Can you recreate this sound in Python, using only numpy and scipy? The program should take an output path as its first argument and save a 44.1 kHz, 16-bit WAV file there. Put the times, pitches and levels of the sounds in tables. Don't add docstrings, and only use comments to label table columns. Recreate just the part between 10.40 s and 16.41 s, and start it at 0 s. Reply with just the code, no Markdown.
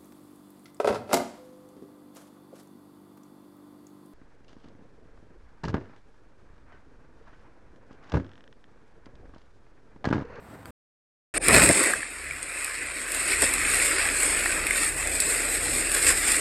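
import sys
import numpy as np
from scipy import signal
from scipy.fft import rfft, irfft
from scipy.io import wavfile
from scipy.ndimage import uniform_filter1d

SR = 44100
rng = np.random.default_rng(int(sys.argv[2]) if len(sys.argv) > 2 else 0)


def master_out(mix):
    frames = np.transpose(np.atleast_2d(mix))
    ceiling = np.clip(frames, -1, 1)
    pcm = np.round(ceiling * 32767).astype(np.int16)
    wavfile.write(sys.argv[1], SR, pcm)


def voltage_ratio(decibels):
    exponent = np.asarray(decibels, float) / 20
    return 10 ** exponent


N = 264908
T = np.arange(N) / SR
HZ = np.fft.rfftfreq(N, 1 / SR)

TAP_S, NIGHT_ENDS_S, STORM_STARTS_S, STORM_ENDS_S = 0.2565, 0.3075, 0.9395, 6.006
# pitch_hz, level_db (per Hz)
NIGHT_SPECTRUM = [(20, -60), (59, -5.5), (220, -13), (250, -7), (340, -15), (710, -16), (1870, -23),
                  (2840, -34.5), (4500, -39), (6500, -46), (8200, -34), (10000, -45), (13000, -42),
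                  (15600, -46)]
# start_s, level_db
NIGHT_LEVEL = [(0.0, -50.5), (0.122, -45.5), (0.236, -49), (0.252, -47.5), (0.306, -44)]
# pitch_hz, level_db (per Hz)
BRUSH_SPECTRUM = [(1760, -35), (3000, -5), (6270, -16), (6810, -14), (7980, 0), (14800, -5.5), (15600, -8)]
# pitch_hz, level_db, t60_s
TAP_MODES = [(300, -34, .007), (650, -35, .006), (1050, -34, .006), (1500, -32, .007), (2400, -36, .005),
             (3300, -39, .005), (4600, -38, .006), (6500, -43, .004), (8300, -39, .006), (10200, -43, .004),
             (11800, -39, .005), (14000, -44, .004)]

# pitch_hz, level_db
ENGINE_ORDERS = [(40.0, 0), (100.0, -11.5)]
# pitch_hz, width_hz, level_db
EXHAUST_LINES = [(67.7, 8.4, -0.5), (134, 7.2, -13), (163.4, 30, -24), (29, 4.4, -7)]
# peak_s, level_db, length_s
EXHAUST_SURGES = [(1.91, -39.5, 0.13), (2.202, -49, .05), (2.454, -42, 0.1), (2.793, -47.5, 0.094),
                  (2.993, -43, 0.084), (3.32, -44, 0.19), (3.69, -44.5, 0.072), (3.952, -45, 0.084),
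                  (4.196, -45, 0.096), (4.64, -45.5, 0.22), (5.315, -44.5, 0.15), (5.707, -41.5, .07),
                  (5.9, -50.5, 0.095)]
# pitch_hz, level_db (per Hz)
ROAD_RUMBLE = [(15, -40), (28, 14.5), (60, -3.5), (120, 2), (200, -1.5), (260, -56)]
HUM_DB, THROB_DB = -44.5, -57.5

# peak_s, thud_db, length_s, push_db (on the roar)
HAND_BUMPS = [(0.977, -48, 0.021, 5.5), (1.012, -46, .03, -1), (1.094, -24, 0.019, 14.5),
              (1.13, -30, 0.027, 7), (1.166, -26, 0.021, 7.5), (1.231, -24.5, 0.07, 7),
              (1.301, -32, 0.015, 15), (1.376, -45, 0.027, 2.5), (1.41, -52, 0.017, 12.5),
              (1.441, -42, 0.0097, 6.5), (1.481, -51, .035, 10.5), (1.559, -50, 0.056, 8.5),
              (3.032, -32, 0.013, 15)]
# low_hz, high_hz
CASE_BAND = (520, 1350)
# start_s, level_db
CRACKLE_LEVEL = [(1.08, -58.5), (1.10, -47), (1.15, -52.5), (1.26, -56), (1.30, -60)]
# start_s, level_db
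WHISTLE_LEVEL = [(.94, -38), (.965, -33), (.98, -18), (1.04, -21), (1.062, -28), (1.07, -40), (1.6, -45),
                 (1.9, -50), (2.0, -70)]
# peak_s, bright_db, dull_db, knock_hz
FLAKE_STRIKES = [(1.0836, -0.5, -14.5, 2380), (1.108, -22, -11.5, 1950), (1.2203, -11, -11, 1960),
                 (1.2905, -5.5, -12.5, 2140), (1.4, -10, -16, 1910), (1.4372, -12.5, -21.5, 1830),
                 (1.471, -14, -25, 1750), (1.5358, -15, -14.5, 1655), (1.628, -42, -23, 1870),
                 (1.9078, -34, -25, 2300), (2.029, -19, -41, 2140), (2.2455, -16, -30, 2500),
                 (2.719, -15.5, -36, 1960), (2.7468, -13, -42, 2500), (2.932, -27, -19, 2250),
                 (3.021, -5, -17.5, 1880), (3.1382, -9.5, -24, 2560), (3.2495, -29.5, -20, 2500),
                 (3.3997, -30, -16, 2530), (3.688, -16, -21.5, 2450), (4.0592, -20, -12.5, 1790),
                 (4.2677, -16, -20.5, 2460), (4.308, -15.5, -12, 2140), (4.6735, -13.5, -31, 1800),
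                 (4.8028, -7.5, -39, 1530), (5.517, -14, -41, 1980), (5.5243, -13, -36, 2340),
                 (5.627, -11, -37, 2240), (5.883, -12, -38, 1780), (5.919, -7.5, -28, 2480)]

# pitch_hz, level_db (per Hz)
PORT_COLOUR = [(150, -20), (290, -3), (600, -6), (950, -15.5), (1500, -6.5), (1980, -2.5), (2600, -4),
               (2950, -15), (3700, -14), (5250, -12), (6000, -21.5), (8250, 0.5), (10500, -14.5),
               (13400, -19)]
# width_hz, depth_db
SIDE_CAVITY = (240, -15)
REGION_EDGES = (6130, 3100, 1000, 120)
# start_s, strength_db, turn_db (port turned from the wind, as dullness)
FIRST_PUFF = [
    (0.941, -35, 0.83),
    (0.969, -33.5, 2.4),
    (0.981, -26.5, -1.4),
    (1.072, -26.5, -2.2),
]
# start_s, strength_db, turn_db
FIRST_BLAST = [(1.09, -29, 5), (1.149, -14.5, -3.5), (1.196, -22, 4.5), (1.238, -9.5, -9), (1.3, -11.5, -5),
               (1.33, -11, -5), (1.49, -17, -1), (1.55, -22, -3)]
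# start_s, strength_db, turn_db
LATER_WIND = [(1.58, -25.5, -0.5), (1.67, -32, 3), (2.0, -32, 5), (2.49, -28, 4), (2.68, -28, 1.5),
              (2.9, -26, 1), (3.1, -28.5, 0), (3.6, -30.5, 1), (3.9, -30.5, 1.5), (4.15, -30, 0.5),
              (4.52, -36.5, 2.5), (4.7, -36, -0.5), (4.9, -26, -7.5), (5.1, -32.5, -2), (5.46, -33, -1.5),
              (5.6, -29.5, -3.5), (5.78, -31, -2.5), (6.0, -28.5, -4)]
# peak_s, level_db, rise_s, fall_s, throat_share (ratio to the throat cavity)
WIND_GUSTS = [(2.04, 2, 0.012, 0.12, 0.033), (2.23, 5, 0.1, 0.084, 0.34), (2.35, 2, 0.017, 0.017, 2.1),
              (2.72, 2.5, 0.018, 0.2, 0.033), (2.925, 1.5, .06, 0.025, 2.6),
              (3.029, 7.5, .012, 0.044, 0.47), (3.36, 6, 0.083, 0.044, 0.6), (3.46, 7, 0.053, 0.055, 0.43),
              (3.6, 1.5, 0.075, 0.081, 3.8), (3.79, 6, 0.046, 0.16, 0.033), (4.225, -4, 0.028, 0.03, .3),
              (4.41, 8.5, 0.08, 0.21, 0.34), (4.555, -5, 0.047, 0.016, 1.5), (4.6, 0.5, 0.019, 0.022, 0.58),
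              (4.75, 3.5, 0.039, 0.024, .2), (4.803, 7, 0.0031, 0.018, .1), (5.15, 5.5, 0.044, 0.024, 0.62),
              (5.25, 3.5, 0.023, 0.04, 0.5), (5.38, 6, .07, 0.044, 0.18), (5.55, 6, 0.01, 0.048, .6),
              (5.69, 11, .05, 0.044, 0.88), (5.78, 6.5, 0.013, 0.011, .6), (5.92, 6, 0.1, 0.06, 0.9)]
# level_db, then response (dB per dB) to light_wind, turn, gusts, throat,
# dropout, hand
REGION_RESPONSE = [
    (0, 1.0, 0.063, 0.96, 0, 1.1, 0.012),
    (-10.5, 0.88, 0.38, 0.43, 0.68, 0.84, 0.12),
    (-0.57, 0.98, 0.85, 0.028, 0.88, 0.82, 0.18),
    (-12, 0.45, 0.18, .05, 0.34, 0.18, 0.92),
    (-19, 0.53, 1, .05, 0.24, 0.36, 0.82),
]
# peak_s, rise_s, fall_s
BLAST_CORE = (1.22, 0.12, 0.091)
STRONG_DB = -26.5

# start_s, level_db
GAIN_CONTROL = [
    (1.07, 1.2),
    (1.2, -4),
    (1.29, -11.5),
    (1.56, -11),
    (2.5, -11),
    (3.1, -1),
    (5.5, 1.5),
    (6.0, 0),
]
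# pitch_hz, level_db (against the usual strength there)
SQUELCH_THRESHOLD = [(200, -16), (9000, -19), (10500, -11), (12000, -6), (13200, 1.5), (13900, 19),
                     (14500, 26), (16000, 40)]
# start_s, added_db
TREBLE_STARVING = [(1.22, 8), (1.3, 26), (1.55, 12), (1.62, 4), (3.7, 7), (4.4, 0.5), (6.0, 0)]


def evened(x):
    return x / np.sqrt(np.mean(x ** 2) + 1e-20)


def noise():
    return rng.standard_normal(N)


def read(points, hz):
    f, value = np.transpose(points)
    return np.interp(np.log(hz + 1), np.log(f + 1), value)


def curve(rows, column=1, outside=-120):
    rows = np.array(rows)
    return np.interp(T, rows[:, 0], rows[:, column], outside, outside)


def swell(s, rise, fall):
    width = np.where(T < s, max(rise, 0.002), max(fall, 0.002))
    return np.exp(-((T - s) / width) ** 2)


def chance(hz):
    return evened(irfft(rfft(noise()) / (1 + (HZ / hz) ** 2), N))


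def band_db(lo_hz, hi_hz):
    return -10 * np.log10((1 + (lo_hz / (HZ + 1)) ** 24) * (1 + (HZ / hi_hz) ** 24))


def response(db):
    gain_db = np.interp(np.fft.rfftfreq(8192, 1 / SR), HZ, db)
    log_gain = np.log(voltage_ratio(np.maximum(gain_db, -100)))
    circle = np.r_[log_gain, log_gain[-2:0:-1]]
    return np.fft.ifft(np.exp(np.conj(signal.hilbert(circle)))).real[:4096]


def coloured(x, db):
    return signal.oaconvolve(x, response(db))[:N]


def street():
    traffic = evened(coloured(noise() * voltage_ratio(1.3 * chance(hz=30)), read(NIGHT_SPECTRUM, HZ)))
    return voltage_ratio(curve(NIGHT_LEVEL, outside=None)) * traffic


def finger_tap():
    since = np.maximum(T - TAP_S, 0)
    ring = np.zeros(N)
    for hz, db, t60 in TAP_MODES:
        fade = voltage_ratio(np.maximum(db - 60 * since / t60, -200))
        ring += fade * np.sin(2 * np.pi * (hz * since + rng.random()))
    tap = ring * np.minimum(since / 0.0014, 1) * voltage_ratio(7)
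    brush = evened(coloured(noise(), read(BRUSH_SPECTRUM, HZ))) * voltage_ratio(-60)
    return tap + brush * (T > TAP_S + 0.005)


def engine():
    orders = np.zeros(N)
    for hz, db in ENGINE_ORDERS:
        orders += voltage_ratio(db) * np.sqrt(2) * np.sin(2 * np.pi * (hz * T + rng.random()))
    rumble = evened(irfft(rfft(noise()) * voltage_ratio(read(ROAD_RUMBLE, HZ)), N))
    shape = sum(voltage_ratio(db) / (1 + (2 * (HZ - hz) / width) ** 2) for hz, width, db in EXHAUST_LINES)
    throbs = evened(irfft(rfft(noise()) * shape, N))
    throbs = evened(throbs / uniform_filter1d(abs(throbs), size=1300) ** 0.58)
    surges = sum(voltage_ratio(db) * swell(s, length, length) for s, db, length in EXHAUST_SURGES)
    hum = voltage_ratio(HUM_DB) * (orders + voltage_ratio(-6.5) * rumble)
    return voltage_ratio(curve(GAIN_CONTROL, outside=None)) * (hum + (voltage_ratio(THROB_DB) + surges) * throbs)


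def hand():
    thuds = evened(coloured(noise() * voltage_ratio(2.5 * chance(hz=25)), band_db(46, 290)))
    return thuds * sum(voltage_ratio(db) * swell(s, 0.9 * length, length) for s, db, length, _ in HAND_BUMPS)


def dropout_db():
    since = T - 0.98
    hold_s, back_s = 0.014, 0.022
    return -48 * np.clip(since / 0.0013, 0, 1) * np.exp(-np.maximum(since - hold_s, 0) / back_s)


def regions_db():
    rows = FIRST_PUFF + FIRST_BLAST + LATER_WIND
    strength = curve(rows, outside=None) - STRONG_DB
    light_wind = np.minimum(strength, 0)
    turn = curve(rows, column=2, outside=None)
    gusts, throaty = np.zeros((2, N))
    for s, db, rise, fall, share in WIND_GUSTS:
        gust = db * swell(s, rise, fall)
        gusts += gust
        throaty += share * gust
    pushes = sum(db * swell(s, length, length) for s, _, length, db in HAND_BUMPS)
    controls = np.array([np.ones(N), light_wind, turn, gusts, throaty, dropout_db(), pushes])
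    shared_db = curve(GAIN_CONTROL, outside=None) + STRONG_DB + np.maximum(strength, 0)
    return shared_db + np.array(REGION_RESPONSE) @ controls


def case_body(level_db):
    rush = evened(coloured(noise() * voltage_ratio(1.3 * chance(hz=41.3)), band_db(*CASE_BAND)))
    return voltage_ratio(level_db + 6.5 * swell(*BLAST_CORE)) * rush


def airy_top(hiss_db):
    air = evened(coloured(noise(), 3 * band_db(13800, 15700)))
    level_db = -47.5 + 1.5 * (hiss_db + 20) - 16 * (T < 0.99) + 2.5 * chance(hz=60)
    return voltage_ratio(level_db) * (T < 1.565) * air


def treble_crackle():
    snaps = (rng.random(N) < 260 / SR) * noise()
    return voltage_ratio(curve(CRACKLE_LEVEL)) * evened(coloured(snaps, band_db(11500, 14800)))


def port_whistle():
    pitch_hz = 8850 + 40 * chance(hz=100)
    return voltage_ratio(curve(WHISTLE_LEVEL) + dropout_db()) * np.sin(2 * np.pi * np.cumsum(pitch_hz) / SR)


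def port_db():
    width, db = SIDE_CAVITY
    return read(PORT_COLOUR, HZ) + db / (1 + (2 * (HZ - REGION_EDGES[0]) / width) ** 2)


def flake_strikes():
    rise_s, t60_s = 0.0007, 0.017
    t = np.arange(1800) / SR
    port = response(port_db() + band_db(3100, 13600) + 6e-4 * HZ)[:len(t)]
    click = 4.5 * (abs(t - rise_s) < 0.5 / SR)
    fade = voltage_ratio(-60 * t / t60_s)
    out = np.zeros(N + 8000)
    for s, bright_db, dull_db, knock_hz in FLAKE_STRIKES:
        knock = np.sin(2 * np.pi * knock_hz * t) * voltage_ratio(-60 * t / 0.011) * np.minimum(t / 0.00057, 1)
        start = round((s - rise_s) * SR)
        for ring, db in ((port, bright_db), (knock, dull_db + 2.0)):
            puff = rng.standard_normal(len(t)) * np.minimum(t / rise_s, 1)
            sound = signal.fftconvolve((puff + click) * fade, ring)
            out[start:start + len(sound)] += voltage_ratio(db) * sound / abs(sound).max()
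    return out[:N]


def wind(levels_db):
    eddies_db = 0.29 * chance(hz=9.7) + 0.79 * chance(hz=62.3) + 1.0 * chance(hz=250)
    sizes = voltage_ratio(5.0 * np.minimum(rng.exponential(1, N), 3.6))
    flakes = evened((rng.random(N) < 600 / SR) * sizes * rng.choice([-1, 1], N))
    pelting = 1 + 1.1 * swell(*BLAST_CORE)
    edges = (14300,) + tuple(REGION_EDGES)
    # share of common eddies, own lumps in dB, flake grit
    textures = [(1.0, 0.55, 0.25), (0.74, 0.62, 0.59), (0.73, 0.46, 0.53), (0.45, 0.42, 0.072)]
    out = np.zeros(N)
    for k, (share, own_db, grit) in enumerate(textures):
        turbulence = noise() * voltage_ratio(share * eddies_db + own_db * chance(hz=30.7))
        air = turbulence + grit * flakes * pelting
        region = evened(coloured(air, port_db() + band_db(edges[k + 1], edges[k])))
        out += voltage_ratio(levels_db[k]) * region
    return out


def squelch(x):
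    hz, t, z = signal.stft(x, SR, nperseg=1024, noverlap=768)
    patches, whims = rng.standard_normal((len(t), len(hz), 2)).T
    patches = uniform_filter1d(uniform_filter1d(patches, size=7, axis=0), size=14, axis=1)
    z = z * voltage_ratio(1.63 * evened(patches))
    power = abs(z) ** 2 + 1e-16
    loud = power[(hz > 6200) & (hz < 11000)].mean(0)
    middle = np.median(loud)
    usual = np.median(power / loud, 1, keepdims=True) * middle * (loud / middle) ** 0.71
    strip = uniform_filter1d(uniform_filter1d(power, size=3, axis=0), size=5, axis=1)
    starved_db = np.outer(hz > 11500, np.interp(t, *np.transpose(TREBLE_STARVING)))
    whims = np.repeat(np.repeat(whims, 8, 0), 6, 1)[:len(hz), :len(t)]
    whims_db = 6.5 * whims * np.clip(hz / 12000, 0, 1)[:, None] ** 2
    threshold_db = read(SQUELCH_THRESHOLD, hz)[:, None] + starved_db + whims_db
    kept = strip > usual * voltage_ratio(2 * threshold_db)
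    contrast = (power / uniform_filter1d(power, size=15, axis=0)) ** 0.1
    return signal.istft(z * kept * contrast, SR, nperseg=1024, noverlap=768)[1][:N]


def overload(x):
    return x / (1 + (x / 0.63) ** 14) ** (1 / 14)


def storm():
    levels_db = regions_db()
    hiss_db, body_db = levels_db[0], levels_db[-1]
    rush = squelch(case_body(body_db) + flake_strikes() + wind(levels_db))
    overtones = airy_top(hiss_db) + treble_crackle() + port_whistle()
    return overload(engine() + hand() + overtones + rush)


def scene():
    first = np.clip((NIGHT_ENDS_S - T) / 0.0012, 0, 1)
    starts = np.clip((T - STORM_STARTS_S) / 0.0011, 0, 1)
    ends = np.clip((STORM_ENDS_S - T) / 0.00058, 0, 1)
    return (first * (street() + finger_tap()) + starts * ends * storm())[None]


def roll_off(x):
    return signal.sosfilt(signal.butter(12, 15710, fs=SR, output="sos"), x)


def record(dry):
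    return roll_off(dry)


dry = scene()
out = record(dry)
master_out(out)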